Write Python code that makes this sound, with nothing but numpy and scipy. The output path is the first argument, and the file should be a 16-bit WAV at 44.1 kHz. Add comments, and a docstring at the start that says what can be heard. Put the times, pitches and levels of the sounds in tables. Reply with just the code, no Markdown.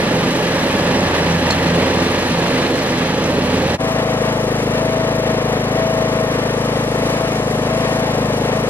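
"""On a lawn, beside the driver's foot on a single-cylinder riding mower: two scenes, a brief dip between.
First the blades cut: a beating, throbbing drone over the engine, with rattling panels, a chirping belt,
rushing air, ticking clippings and one twig that strikes the steel deck. Then, from the other side and
with the blades off, the mower rolls amid a wide treble hiss. Its engine hunts on the governor: the
exhaust barks harder when the speed sags, and the cooling fan whines as its pitch crosses a resonance."""
import sys
import numpy as np
from scipy import signal
from scipy.fft import rfft, irfft
from scipy.io import wavfile
from scipy.ndimage import uniform_filter1d, map_coordinates

SR = 44100
rng = np.random.default_rng(int(sys.argv[2]) if len(sys.argv) > 2 else 0)


def dump_mix(stems):
    """Bounce the given channels to the path in sys.argv[1] as a 16-bit WAV at rate SR."""
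    frames = np.atleast_2d(stems).T  # one column per channel
    limited = np.clip(frames, -1, 1)  # hard clip at full scale
    pcm = np.round(limited * 32767).astype(np.int16)
    wavfile.write(sys.argv[1], SR, pcm)


N = 383229
TIME = np.arange(N) / SR
HZ = np.fft.rfftfreq(N, 1 / SR)


def gain_of(db):
    return 10 ** (np.asarray(db) / 20)


def unit_rms(x):
    return x / np.sqrt(np.mean(x ** 2) + 1e-20)


def spectrum(rows):
    """One value per FFT bin, interpolated in log frequency."""
    hz, value = np.transpose(rows)
    return np.interp(np.log(HZ + 1), np.log(hz + 1), value)


def curves(rows):
    """One value per sample for each column of a timed table."""
    seconds, *columns = np.transpose(rows)
    return [np.interp(TIME, seconds, column) for column in columns]


def wander(cycles):
    """A new random value at each whole cycle, joined by ramps."""
    steps = cycles - np.floor(cycles.min())
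    return map_coordinates(rng.standard_normal(int(steps.max()) + 2), [steps], order=1)


def bump(cycles, at, width):
    """One smooth bump a cycle; place and width in cycles."""
    return np.exp(-(np.sin(np.pi * (cycles - at)) / (np.pi * width)) ** 2)


def stereo_noise(colour_db, coherence):
    """Coloured noise, partly shared between left and right."""
    a, b = rfft(rng.standard_normal((2, N)))
    alike = np.clip(spectrum(coherence), 0, 1)
    shared, apart = a * np.sqrt((1 + alike) / 2), b * np.sqrt((1 - alike) / 2)
    return unit_rms(irfft(np.array([shared + apart, shared - apart]) * gain_of(colour_db), N))


def tone(cycles, order, db, rough, flutter_hz):
    """One rotating order, shaken in level and phase by turbulence."""
    shake = 1 + rough * (wander(TIME * flutter_hz) + 1j * wander(TIME * flutter_hz))
    carrier = np.exp(2j * np.pi * (order * cycles + rng.random()))
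    return np.sqrt(2) * gain_of(db) * (shake * carrier).real


def pan(sound, balance, lead, corner_hz, steepness):
    """Tilts the level; one side leads (+1 left, -1 right), nearing opposite phase in the treble."""
    phase = lead * np.pi * (1 - np.exp(-(HZ / corner_hz) ** steepness))
    lean = gain_of(spectrum(balance) / 2) * np.exp(.5j * phase)
    pair = np.array([lean, 1 / lean])
    return irfft(rfft(sound) * pair / np.sqrt(np.mean(abs(pair) ** 2, 0)), N)


def crank(rpm):
    """Counts firing cycles, one per two turns of a slightly uneven crank."""
    return np.cumsum(rpm) / (2 * 60 * SR) + .003 * wander(TIME * 6)


def pulses(cycles, gains, phases, at, uneven_db, jitter):
    """One pulse a cycle, built from firing orders; no two match in timing or strength."""
    size = 2048
    shape = irfft(np.r_[0, gains * np.exp(1j * phases)], size) * size / np.sqrt(2)
    place = cycles - at + jitter * wander(cycles - at)
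    strength = gain_of(uneven_db * wander(cycles - at))
    return np.interp(place % 1 * size, np.arange(size), shape) * strength


def engine(cycles, orders, effort, gulp_at, bark_at, gulp_sweep, uneven_db, jitter, gulp_orders):
    """Four-stroke: the intake gulps in the low orders, the exhaust barks in the rest. Timing in cycles."""
    order, db = np.transpose(orders)
    low = order <= gulp_orders
    gulp_phase = -np.pi * gulp_sweep * order ** 2
    # The pipe end returns the bark inverted and thinner; this sets its phases.
    echo_cycles, echo_equal_order = .148, 16
    echo = order / echo_equal_order * np.exp(-2j * np.pi * order * echo_cycles)
    bark_phase = np.angle(1j * (1 - echo))
    gulp = pulses(cycles, gain_of(db) * low, gulp_phase, gulp_at, uneven_db=.5, jitter=.002)
    bark = pulses(cycles, gain_of(db) * ~low, bark_phase, bark_at, uneven_db, jitter)
    return gulp * gain_of(.08 * effort) + bark * gain_of(.17 * effort)


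# Valve knocks. Each row: place in cycles, relative level in dB.
VALVE_KNOCKS = [(.15, -1.5), (.58, 0.5), (.78, -7), (.96, -5)]

def valve_gear(cycles, modes, level_db):
    """The valve gear raps the sheet metal four times a cycle: a ringing rasp."""
    t = TIME[:SR // 8]
    hits = sum(gain_of(db) * np.diff(np.floor(cycles - at), append=np.floor(cycles[-1] - at))
               for at, db in VALVE_KNOCKS)
    hits *= gain_of(1.8 * rng.standard_normal(N))
    ring = sum(gain_of(db - 60 * t / t60) * np.sin(2 * np.pi * hz * t) for hz, db, t60 in modes)
    return gain_of(level_db) * unit_rms(signal.oaconvolve(hits, ring)[:N])


# Panel modes. Each row: frequency in Hz, relative level in dB, T60 in seconds.
HOOD_PANEL_MODES = [(1640, -4, .04), (1690, 0, .07), (1760, 0, .07), (1930, -6, .04)]
STEEL_DECK_MODES = [(4130, 0, .04), (4200, -2, .04), (4255, 1.5, .055), (4315, -4, .05), (5410, -11, .04),
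                    (6450, -11, .02), (6960, -11, .025), (7320, -13, .04), (7750, -15, .02)]
# Panel rattle. Each row: time in seconds, level in dB.
HOOD_RATTLE_DB = [(0, -33), (1.35, -32.5), (1.7, -39), (2.6, -39), (3.2, -46), (3.75, -43)]
DECK_RATTLE_DB = [(0, -49), (1.45, -49), (1.6, -40.5), (2.8, -40), (3.2, -43), (3.75, -46)]

def rattle(taps_per_s=160):
    """Loose panels chatter, first mostly the hood, then the deck; each tap rings the modes unevenly."""
    t, out = TIME[:SR // 8], np.zeros((2, N))
    for modes, level in (HOOD_PANEL_MODES, HOOD_RATTLE_DB), (STEEL_DECK_MODES, DECK_RATTLE_DB):
        taps = rng.random(N) < taps_per_s / SR
        panel = np.zeros((2, N))
        for hz, db, t60 in modes:
            ring = gain_of(db - 60 * t / t60) * np.sin(2 * np.pi * hz * t)
            panel += signal.oaconvolve(taps * rng.standard_normal((2, N)), ring[None], axes=1)[:, :N]
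        out += gain_of(curves(level)[0]) * unit_rms(panel)
    return out


# Drone overtones. Each row: multiple of the blade-tip rate, relative level in dB.
BLADE_ORDERS = [(4, -36), (5, -34.5), (6, -34), (7, -35), (9, -45), (10, -37.5), (11, -42), (14, -42.5),
                (20, -51)]
# Throbs of the drone's octave. Each row: peak time in seconds, relative level in dB.
OCTAVE_THROBS = [(0.22, -28), (0.55, -25.5), (0.87, -27), (1.32, -21), (1.71, -20.5), (2.02, -27.5),
                 (2.42, -24.5), (3.04, -30), (3.31, -29)]

def blades(crank_rpm, belt_ratio=.842, beat_hz=.422, beat_peak_s=1.58, throb_s=.1):
    """Two tips a turn sweep the deck wall; one blade slips behind the other, so the drone beats."""
    rpm = belt_ratio * crank_rpm + 25.53 * wander(TIME * 5)
    passes = 2 * np.cumsum(rpm) / (60 * SR)
    beat = abs(gain_of(-33) + gain_of(-35.5) * np.exp(2j * np.pi * beat_hz * (TIME - beat_peak_s)))
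    throb = sum(gain_of(db) * np.exp(-((TIME - s) / throb_s) ** 2) for s, db in OCTAVE_THROBS)
    fundamental = beat * tone(passes, 1, 0, rough=.077, flutter_hz=14)
    octave = (gain_of(-33) + throb) * tone(passes, 2, -1.4, rough=.073, flutter_hz=12)
    third = tone(passes, 3, -32, rough=.35, flutter_hz=7)
    overtones = sum(tone(passes, k, db, rough=.5, flutter_hz=min(3 * k, 15)) for k, db in BLADE_ORDERS)
    return fundamental + octave + third + gain_of(-1.5) * overtones


# Belt chirps. Each row: time in seconds, level in dB.
BELT_DB = [(0, -45), (.9, -42), (1.3, -44), (2, -46), (3.75, -50)]

def belt(pitch_hz=5530, wander_hz=55, slip_hz=30):
    """The deck belt slips on its pulley in brief, thin chirps."""
    cycles = np.cumsum(pitch_hz + wander_hz * wander(TIME * slip_hz)) / SR
    slip = np.clip(wander(TIME * slip_hz), 0, 1)
    chirps = slip * tone(cycles, 1, 0, rough=.7, flutter_hz=200)
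    return gain_of(curves(BELT_DB)[0]) * unit_rms(chirps)


# Hiss swells and dips. Each row: place in cycles, width in cycles, gain in dB at pulsing=1.
HISS_BUMPS = [(.28, .09, 3.5), (.57, 0.065, -19), (.99, 0.062, 5)]

def air_rush(cycles, colour, resonances, coherence, effort, mid_db, hiss_db,
             puff, puff_at, clatter, pulsing):
    """Turbulence in the machine's cavities puffs with the exhaust and clatters with the valve gear."""
    resonance_db = sum(db * np.exp(-(2 * (HZ - hz) / width) ** 2) for hz, width, db in resonances)
    air = rfft(stereo_noise(spectrum(colour) + resonance_db, coherence))
    low = 1 / (1 + (HZ / 750) ** 4)
    high = 1 - 1 / (1 + (HZ / 6500) ** 4)
    puffs = unit_rms(1 + puff * bump(cycles, puff_at, width=.075))
    body = irfft(air * low, N) * gain_of(.23 * effort) * puffs
    valves = unit_rms(1 + clatter * bump(cycles, at=.9, width=.14))
    middle = irfft(air * (1 - low - high), N) * valves * gain_of(mid_db + wander(TIME * 18))
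    cycle_db = pulsing * sum(db * bump(cycles, at, width) for at, width, db in HISS_BUMPS)
    hiss = irfft(air * high, N) * gain_of(hiss_db + cycle_db + 1.3 * wander(TIME * 40))
    return body + middle + hiss


def clippings(coherence, level_db=-39.5, hits_per_s=140, decay_s=.0056):
    """Bits of grass and grit tick against the deck."""
    hits = (rng.random(N) < hits_per_s / SR) * gain_of(-10 * np.minimum(rng.exponential(1, N), 4))
    envelope = signal.lfilter([1], [1, -np.exp(-1 / (decay_s * SR))], hits)
    colour_db = spectrum([(100, -70), (2500, 0), (6500, -1), (11000, -27), (14000, -45)])
    return gain_of(level_db) * unit_rms(envelope * stereo_noise(colour_db, coherence))


# Twig strike and rebounds. Each row: start in seconds, relative level in dB.
TWIG_BLOWS = [(1.506, -22), (1.509, -19), (1.521, -23), (1.527, -27)]

def twig():
    """Each blow cracks and rings the steel deck, a little differently left and right."""
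    t, out = TIME[:SR // 4], np.zeros((2, N))
    band = signal.butter(3, [3200, 8000], "bandpass", fs=SR, output="sos")
    for start_s, db in TWIG_BLOWS:
        ring = sum(gain_of(mode_db - 60 * t / t60) * np.sin(2 * np.pi * (hz * t + rng.random((2, 1))))
                   for hz, mode_db, t60 in STEEL_DECK_MODES)
        crack = 1.2 * signal.sosfilt(band, np.exp(-t / .004) * rng.standard_normal((2, len(t))))
        start = round(start_s * SR)
        out[:, start:start + len(t)] += gain_of(db) * (ring + crack)
    return out


# Crank speed. Each row: time in seconds, speed in rpm.
MOWING_RPM = [(0, 3028), (0.68, 3004), (0.97, 3027), (1.75, 3004), (2.42, 3013), (3.16, 3017), (3.31, 2978),
              (3.47, 3010), (3.75, 2977)]
# Slow, irregular swell and dip of the engine's loudness. Each row: time in seconds, unitless effort.
ENGINE_SWELL = [(0, -1), (1.2, 6), (1.4, -8), (1.8, 6), (2.25, -8), (2.7, 0), (3.15, -7), (3.4, 8),
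                (3.75, 1)]
# Engine tone. Each row: multiple of the firing rate, level in dB at zero effort.
MOWING_ENGINE_DB = [(1, -56), (2, -40.5), (3, -57), (4, -38), (5, -33.5), (6, -36.5), (7, -45.5), (8, -32),
                    (9, -42), (10, -32), (11, -32), (12, -51), (13, -35), (14, -38.5), (15, -40.5),
                    (16, -52), (17, -39.5), (18, -38), (19, -36.5), (20, -37.5), (21, -36.5), (22, -34.5)]
# Metal rung by the valve gear. Each row: frequency in Hz, relative level in dB, T60 in seconds.
MOWING_VALVE_MODES = [(1685, 8, 0.069), (1770, -10, 0.035), (2895, 2, 0.041), (3650, -21, 0.032),
                      (4130, -8, 0.079)]
# Air swell. Each row: time in seconds, mid gain in dB, treble gain in dB.
MOWING_AIR_DB = [(0, 0, -1.5), (0.5, -0.4, -0.5), (0.75, 0.4, -0.5), (1.3, 0.7, -1.5), (2.1, 0.5, -0.5),
                 (2.85, 0.5, -1.5), (3.2, -1.1, -4), (3.75, -1, -1)]
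# Air spectrum. Each row: frequency in Hz, relative density in dB.
MOWING_AIR_COLOUR = [(30, -34), (62, -23), (90, -13), (140, -2), (280, -2.5), (370, -5.5), (530, -1.5),
                     (680, -6.5), (1450, -13), (1800, -10.5), (4100, -17.5), (7500, -28.5), (12400, -27.5),
                     (13800, -62)]
# Deck resonances and hollows. Each row: centre in Hz, width in Hz, gain in dB.
DECK_RESONANCES = [(110, 40, -5), (690, 90, -2), (850, 60, 2.5), (950, 80, 2), (1200, 90, 1.5),
                   (1480, 160, -1.5), (2200, 300, -1.5), (3700, 160, -3), (3970, 180, 2), (4440, 300, -2),
                   (5000, 400, -1.5)]
# Noise likeness. Each row: frequency in Hz, left-right coherence from 0 to 1.
MOWING_COHERENCE = [(130, 1), (300, .99), (630, .93), (1400, .66), (2800, .55), (5000, .74), (9000, .87),
                    (12000, .95)]
# Balance. Each row: frequency in Hz, left minus right in dB.
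MOWING_PAN_DB = [(110, 0), (200, -1), (370, -1.5), (680, -2), (1250, -1.5), (2300, 0)]

def mowing():
    """The engine drives the blades; its loudness slowly swells and dips."""
    (rpm,), (effort,) = curves(MOWING_RPM), curves(ENGINE_SWELL)
    mid_db, hiss_db = curves(MOWING_AIR_DB)
    cycles = crank(rpm)
    motor = engine(cycles, MOWING_ENGINE_DB, effort, gulp_at=.42, bark_at=.89,
                   gulp_sweep=.07, uneven_db=2, jitter=.003, gulp_orders=10)
    air = air_rush(cycles, MOWING_AIR_COLOUR, DECK_RESONANCES, MOWING_COHERENCE, effort,
                   mid_db, hiss_db, puff=.21, puff_at=1, clatter=.21, pulsing=.33)
    ticks = clippings(MOWING_COHERENCE)
    metal = valve_gear(cycles, MOWING_VALVE_MODES, level_db=-38) + rattle()
    sound = motor + metal + blades(rpm) + belt() + gain_of(-18) * air + ticks + twig()
    return pan(sound, MOWING_PAN_DB, lead=-.81, corner_hz=2720, steepness=1.47)


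def governor(rpm, set_rpm, smooth_s=.1):
    """The throttle opens: effort grows as the speed sags and while it picks up again."""
    pickup_rpm_per_s = uniform_filter1d(np.gradient(rpm) * SR, round(smooth_s * SR))
    return .024 * (set_rpm - rpm) + .0008 * pickup_rpm_per_s


# Slow fan swell. Each row: time in seconds, gain in dB.
FAN_SWELL_DB = [(3.81, -2), (4.15, -1.5), (4.32, 2), (4.55, -3), (4.95, 3.5), (5.35, 2.5), (5.62, -4),
                (5.82, 4), (6.2, 2), (6.45, -4), (6.78, -4.5), (7.1, -2), (7.55, 2), (7.85, 0), (8.1, -2.5),
                (8.3, 3), (8.55, -1), (8.69, -2)]

def fan(cycles, rpm, vanes=12, resonance_hz=652, width_hz=21.5):
    """The cooling fan's vanes whine, loudest where their pitch meets a hood resonance."""
    pitch_hz = vanes * rpm / 60
    bloom = gain_of(-31) + gain_of(-29.5) / (1 + (2 * (pitch_hz - resonance_hz) / width_hz) ** 2)
    return bloom * tone(cycles, 2 * vanes, curves(FAN_SWELL_DB)[0], rough=.2, flutter_hz=32)


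# Fan and gear tones. Each row: multiple of the firing rate, level in dB.
WHINE_ORDERS = [(25, -40.5), (26, -44), (32, -40), (33, -42), (36, -48), (38, -48), (40, -42), (44, -44.5),
                (46, -54), (48, -45), (50, -46), (62, -53), (66, -53), (67, -51)]
# Whine on firing order 28. Each row: time in seconds, level in dB.
ORDER_28_DB = [(3.81, -32), (4.05, -30.5), (4.3, -38), (4.55, -35), (4.9, -43), (5.3, -37), (5.53, -30),
               (5.9, -35), (6.3, -36), (6.6, -45), (7.05, -38), (7.4, -33.5), (8.69, -33)]

def whine(cycles):
    """Fan and gears sing above the engine tone; one order comes and goes."""
    steady = sum(tone(cycles, k, db, rough=.35, flutter_hz=12) for k, db in WHINE_ORDERS)
    return steady + tone(cycles, 28, curves(ORDER_28_DB)[0], rough=.2, flutter_hz=12)


# Wide treble hiss. Each row: time in seconds, level in dB.
WIDE_HISS_DB = [(3.81, -44), (4.7, -44), (5.2, -51), (5.7, -49.5), (6.2, -46), (6.65, -42.5), (7.2, -40.5),
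                (7.8, -41), (8.15, -43.5), (8.69, -41.5)]
# Its spectrum. Each row: frequency in Hz, relative density in dB.
WIDE_HISS_COLOUR = [(500, -41), (3000, -6.5), (5000, 2.5), (8000, -0.5), (11500, -2.5), (14000, -36.5)]

def wide_hiss(flicker_db=1.8, flicker_hz=40):
    """Treble hiss, different left and right, thins near 5-6 s and then returns."""
    hiss = irfft(rfft(rng.standard_normal((2, N))) * gain_of(spectrum(WIDE_HISS_COLOUR)), N)
    return unit_rms(hiss) * gain_of(curves(WIDE_HISS_DB)[0] + flicker_db * wander(TIME * flicker_hz))


# Hunting crank speed. Each row: time in seconds, speed in rpm.
ROLLING_RPM = [(3.81, 3254), (4.02, 3242), (4.19, 3199), (4.26, 3225), (4.66, 3111), (4.83, 3247),
               (5.4, 3195), (5.62, 3148), (5.8, 3261), (6.02, 3227), (6.84, 3174), (7.18, 3313),
               (7.53, 3086), (7.8, 3282), (8.21, 3192), (8.37, 3068), (8.57, 3250), (8.69, 3157)]
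# Engine tone. Each row: multiple of the firing rate, level in dB at zero effort.
ROLLING_ENGINE_DB = [(1, -49.5), (2, -36), (3, -56), (4, -31.5), (5, -29), (6, -29.5), (7, -36.5),
                     (8, -29.5), (9, -32), (10, -33), (11, -37.5), (12, -38.5), (13, -45.5), (14, -39.5),
                     (15, -38), (16, -34), (17, -31.3), (18, -30), (19, -29.3), (20, -36.5), (21, -34),
                     (22, -35.5), (23, -40)]
# Metal rung by the valve gear. Each row: frequency in Hz, relative level in dB, T60 in seconds.
ROLLING_VALVE_MODES = [(1085, -5, .051), (1205, -8, .035), (1670, -3, .012), (1870, -6, .022),
                       (2240, -2, .013)]
# Air spectrum. Each row: frequency in Hz, relative density in dB.
ROLLING_AIR_COLOUR = [(25, -22), (70, -12), (110, -16), (260, -0.5), (350, -4), (500, -1.5), (800, -3.5),
                      (1450, -10), (1750, -8.5), (3400, -16), (4500, -19), (8500, -25.5), (12200, -23.5),
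                      (13800, -36)]
# Hood resonances and hollows. Each row: centre in Hz, width in Hz, gain in dB.
HOOD_RESONANCES = [(800, 60, -3), (1590, 90, -2.5), (1860, 120, 2.5), (2900, 200, 1.5), (3950, 250, 1.5),
                   (5550, 400, 2), (7700, 900, 2)]
# Noise likeness. Each row: frequency in Hz, left-right coherence from 0 to 1.
ROLLING_COHERENCE = [(130, 1), (300, .98), (630, .92), (1400, .62), (2800, .62), (5000, .86), (8000, .975),
                     (12000, .998)]
# Balance. Each row: frequency in Hz, left minus right in dB.
ROLLING_PAN_DB = [(110, 0), (200, 1), (370, 3), (680, 6), (1250, 4), (2300, 2), (4200, 1.5), (9000, 0)]

def rolling(start_s=3.81, start_cycles=.0345, set_rpm=3200):
    """Blades off, the engine hunts; exhaust, fan and rushing air follow its speed."""
    rpm, = curves(ROLLING_RPM)
    cycles = crank(rpm)
    cycles = cycles - cycles[round(start_s * SR)] + start_cycles
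    effort = governor(rpm, set_rpm)
    speed_db = .008 * (rpm - set_rpm)
    motor = engine(cycles, ROLLING_ENGINE_DB, effort, gulp_at=.74, bark_at=.002,
                   gulp_sweep=0, uneven_db=.9, jitter=.001, gulp_orders=9)
    high_tones = whine(cycles)
    air = air_rush(cycles, ROLLING_AIR_COLOUR, HOOD_RESONANCES, ROLLING_COHERENCE, .4 * effort,
                   mid_db=speed_db, hiss_db=1, puff=.46, puff_at=.12, clatter=.24, pulsing=1)
    rasp = valve_gear(cycles, ROLLING_VALVE_MODES, level_db=speed_db - 35)
    sound = motor + rasp + fan(cycles, rpm) + high_tones + gain_of(-22.5) * air
    return pan(sound, ROLLING_PAN_DB, lead=.99, corner_hz=1830, steepness=1.72) + wide_hiss()


def scene():
    """Mowing fades out as rolling fades in; the level dips briefly."""
    change_s = 3.783
    fade_out = np.clip((change_s + .006 - TIME) / .04, 0, 1) ** 2
    fade_in = np.clip((TIME - change_s + .01) / .036, 0, 1) ** 1.6
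    return mowing() * fade_out + rolling() * fade_in


def record(dry):
    """Steep low-pass at 14.2 kHz."""
    lowpass = signal.firwin(511, 14200, window=("kaiser", 9), fs=SR)
    return signal.oaconvolve(dry, lowpass[None], "same")


dry = scene()
out = record(dry)
dump_mix(out)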